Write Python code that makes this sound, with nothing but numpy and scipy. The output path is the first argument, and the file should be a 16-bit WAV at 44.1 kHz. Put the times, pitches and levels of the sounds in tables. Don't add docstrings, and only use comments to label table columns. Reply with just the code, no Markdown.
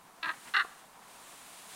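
import sys
import numpy as np
from scipy import signal
from scipy.fft import rfft, irfft
from scipy.io import wavfile
from scipy.ndimage import map_coordinates

SR = 44100
rng = np.random.default_rng(int(sys.argv[2]) if len(sys.argv) > 2 else 0)


def to_wav(sig):
    pcm = np.clip(np.atleast_2d(sig), -1, 1) * 32767
    pcm = np.round(pcm).astype(np.int16)
    wavfile.write(sys.argv[1], SR, pcm.T)


N = 77175
TIME_S = np.arange(N) / SR


def amp(db):
    return 10 ** (np.asarray(db) / 20)


def unit(x):
    return x / np.sqrt(np.mean(x ** 2) + 1e-20)


def curve(points):
    return np.interp(TIME_S, *np.transpose(points))


def gain(points, hz):
    points_hz, db = np.transpose(points)
    return amp(np.interp(np.log(hz + 1), np.log(points_hz + 1), db))


def filtered(x, response):
    return irfft(rfft(x, 2 * N) * response(np.fft.rfftfreq(2 * N, 1 / SR)))[:N]


def minimum_phase(magnitude):
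    cepstrum = irfft(np.log(np.maximum(magnitude, 1e-6)))
    half = len(cepstrum) // 2
    cepstrum[1:half] *= 2
    cepstrum[half + 1:] = 0
    return np.exp(rfft(cepstrum))


def noise(colour):
    return unit(filtered(rng.standard_normal(N), lambda hz: gain(colour, hz)))


def wobble(rate_hz):
    knots = rng.standard_normal(int(N * rate_hz / SR) + 4)
    return map_coordinates(knots, [TIME_S * rate_hz])


# t/s, level/dB
WIND_ENVELOPE = [(0, -59.5), (.2, -59), (.45, -58), (.8, -58), (1.12, -56), (1.35, -57.5), (1.75, -58.5)]
# f/Hz, relative level/dB
WIND_SPECTRUM = [(25, -11), (50, -5), (70, -11.5), (90, -27), (130, -7), (200, -2), (420, -5.5), (600, -4),
                 (740, 3), (860, 0.5), (970, 4), (1230, -1), (1550, -4.5), (2500, -11.5), (5000, -21.5),
                 (15000, -51)]

def wind():
    level_db = curve(WIND_ENVELOPE) + 0.69 * wobble(rate_hz=24.9)
    return amp(level_db) * noise(WIND_SPECTRUM)


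# t/s, level before boost/dB
HISS_ENVELOPE = [(0, -70.5), (.18, -69), (.3, -60.5), (.45, -57), (.58, -57.5), (.67, -61), (.8, -62.5),
                 (.9, -67), (1, -66), (1.11, -60), (1.3, -57), (1.58, -55.5), (1.67, -55.5), (1.75, -51)]
# f/Hz, relative level/dB
HISS_SPECTRUM = [(100, -17), (500, -1), (1500, -1), (2600, 0), (3800, 0), (5200, -4), (7000, -1), (8800, 1),
                 (10000, 0.5), (11200, -7.5), (13500, -8), (15800, -11.5)]

def hiss(boost_db=3):
    level_db = curve(HISS_ENVELOPE) + boost_db + 0.44 * wobble(rate_hz=50)
    return amp(level_db) * noise(HISS_SPECTRUM)


# f/Hz, relative level/dB
MICROPHONE_SPECTRUM = [(100, -3.5), (4000, -0.5), (9000, 0.5), (12000, -0.5), (15800, -3.5)]

def microphone_noise(level_db=-66):
    return amp(level_db) * noise(MICROPHONE_SPECTRUM)


# centre t/s, Gaussian sigma/s, swish level/dB, thump level/dB
WING_STROKES = [(.07, 0.024, -82, -64.5), (.272, 0.011, -53, -54.5), (.341, .007, -52.5, -63),
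                (.375, 0.017, -58, -64.5), (0.479, 0.018, -50.5, -61), (1.73, 0.012, -53.5, -65)]
# f/Hz, relative level/dB
SWISH_SPECTRUM = [(200, -40), (700, 6.5), (1800, 11.5), (4000, -0.5), (9000, -11), (15000, -26)]
# f/Hz, relative level/dB
THUMP_SPECTRUM = [(50, -25), (90, -18), (135, -6.5), (220, -5), (400, -15), (1000, -34.5)]

def wings():
    swish, thump = noise(SWISH_SPECTRUM), noise(THUMP_SPECTRUM)
    strokes = np.zeros(N)
    for centre_s, sigma_s, swish_db, thump_db in WING_STROKES:
        envelope = np.exp(-((TIME_S - centre_s) / sigma_s) ** 2 / 2)
        strokes += envelope * (amp(swish_db) * swish + amp(thump_db) * thump)
    return strokes


def syrinx(pitch, start_s, length_s, level_db, treble_db, roughness):
    jitter_cycles, puff_db = 0.11, -9
    size_scatter_db, release_s = 1.5, 0.0011
    dull_by_s, dull_db = 0.0069, -9.5
    age_s = TIME_S - start_s
    pitch_hz = curve(pitch)
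    cycles = np.cumsum(pitch_hz) / SR
    cycles -= np.interp(0, age_s, cycles)
    lateness, size = rng.standard_normal((2, 32))
    index = np.arange(len(lateness))
    pulse_cycles = index + jitter_cycles * roughness * lateness * (index > 0)
    pulse_samples = np.round(np.interp(pulse_cycles, cycles, np.arange(N))).astype(int)
    pulses = np.bincount(pulse_samples, amp(size_scatter_db * size), N) * np.sqrt(SR / pitch_hz)
    puffs = unit(rng.standard_normal(N) * np.exp(-2 * (cycles % 1))) * (age_s > 0)
    release = np.exp(-np.maximum(age_s - length_s, 0) / release_s)
    drive = amp(level_db) * (pulses + roughness * amp(puff_db) * puffs) * release
    dulling = np.clip(2 * age_s / dull_by_s - 1, 0, 1)
    return drive, drive * amp(treble_db + dull_db * dulling)


def croak(pitch, surges, throat, crossover_hz=2240):
    def resonate(drive, share):
        return filtered(drive, lambda hz: minimum_phase(unit(gain(throat, hz) * share(hz))))

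    body, treble = np.sum([syrinx(pitch, *surge) for surge in surges], axis=0)
    body_share = lambda hz: 1 / (1 + (hz / crossover_hz) ** 20)
    treble_share = lambda hz: np.maximum(1 - body_share(hz), 0.01)
    return resonate(body, body_share) + resonate(treble, treble_share)


# t/s, f/Hz
LOW_CROAK_PITCH = [(.23, 328.4), (.249, 324.5), (.266, 321.3), (.279, 321), (.291, 328.3), (.302, 313.3),
                   (.322, 312.4)]
HIGH_CROAK_PITCH = [(.538, 368), (.546, 383.4), (.555, 401), (.58, 407.3), (.592, 398.6), (.603, 355.9),
                    (.613, 342), (.625, 322)]
# t/s, length/s, drive level/dB, onset treble re drive/dB, roughness/0-1
LOW_CROAK_SURGES = [(.2275, 0.0014, -42, -11, .1), (.2305, 0.012, -37.5, 2, 0.06),
                    (0.2434, 0.0077, -34, -6, 0.2), (0.2576, 0.025, -35, -6, 0.68),
                    (0.2834, 0.005, -38.5, -5, 0.54), (0.2897, 0.0027, -35.5, -18.5, .4),
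                    (0.2915, 0.013, -32.5, -8, 0.44), (.3065, 0.0028, -45, -22, 0.5),
                    (0.3113, 0.0081, -39.5, -7, .4)]
HIGH_CROAK_SURGES = [(.5385, 0.0048, -32.5, -4.5, 0.24), (0.5437, .015, -26, -5, 0.39),
                     (.565, 0.0096, -24.5, -2.5, 0.63), (0.575, 0.02, -28.5, -5, .35),
                     (0.5968, .012, -25.5, -6.5, 0.33), (0.6106, 0.011, -30.5, -7.5, 0.38)]
# f/Hz, relative level/dB
LOW_CROAK_THROAT = [(150, -36), (320, -9.5), (480, -28), (650, -9.5), (800, -10.5), (970, 0), (1300, 5.5),
                    (1450, -4), (1620, 7), (1900, 5.5), (2150, -11), (2650, -5), (3050, -17), (3600, -11),
                    (4300, -11.5), (4650, -25.5), (5600, -33), (8000, -48)]
HIGH_CROAK_THROAT = [(150, -43), (380, -20.5), (560, -45), (790, -13.5), (980, -13), (1180, 1.5), (1600, 5),
                     (2050, 2), (2280, -22), (2820, -3.5), (3250, -21.5), (3480, -11), (4200, -11),
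                     (4520, -20), (4800, -36), (5400, -27), (6500, -46), (9000, -55)]

def ravens():
    low = croak(LOW_CROAK_PITCH, LOW_CROAK_SURGES, LOW_CROAK_THROAT)
    high = croak(HIGH_CROAK_PITCH, HIGH_CROAK_SURGES, HIGH_CROAK_THROAT)
    return low + high


# t/s, level/dB
KNOCK_CONTACTS = [(.6475, -31.5), (.6503, -40.5)]
# f/Hz, level re contact/dB, T60/s
KNOCK_RESONANCES = [(475, -3.5, 0.016), (760, 0, .012), (1140, 4.5, 0.013)]

def knock(attack_s=0.0009):
    contacts = np.zeros(N)
    for start_s, level_db in KNOCK_CONTACTS:
        age_s = np.maximum(TIME_S - start_s, 0)
        ring = sum(amp(mode_db - 60 * age_s / t60_s) * np.sin(2 * np.pi * hz * age_s)
                   for hz, mode_db, t60_s in KNOCK_RESONANCES)
        contacts += amp(level_db) * ring * (1 - np.exp(-age_s / attack_s))
    return contacts


# f/Hz, relative level/dB
REFLECTION_SPECTRUM = [(200, -16), (700, -1), (1300, -1.5), (2000, -8.5), (4000, -4), (10000, -30)]

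def field(direct, build_s=0.011):
    def tail(energy_db, t60_s):
        envelope = amp(-60 * TIME_S / t60_s) * (1 - np.exp(-TIME_S / build_s))
        return amp(energy_db) * unit(noise(REFLECTION_SPECTRUM) * envelope) / np.sqrt(N)

    scatter = tail(energy_db=-19.5, t60_s=0.066)
    echo = tail(energy_db=-28.5, t60_s=0.59)
    return direct + signal.fftconvolve(direct, scatter + echo)[:N]


def scene():
    mix = field(ravens() + knock()) + wings() + wind() + hiss() + microphone_noise()
    return mix[None]


def record(dry):
    limit_hz = 15830
    return np.array([filtered(channel, lambda hz: hz < limit_hz) for channel in dry])


dry = scene()
out = record(dry)
to_wav(out)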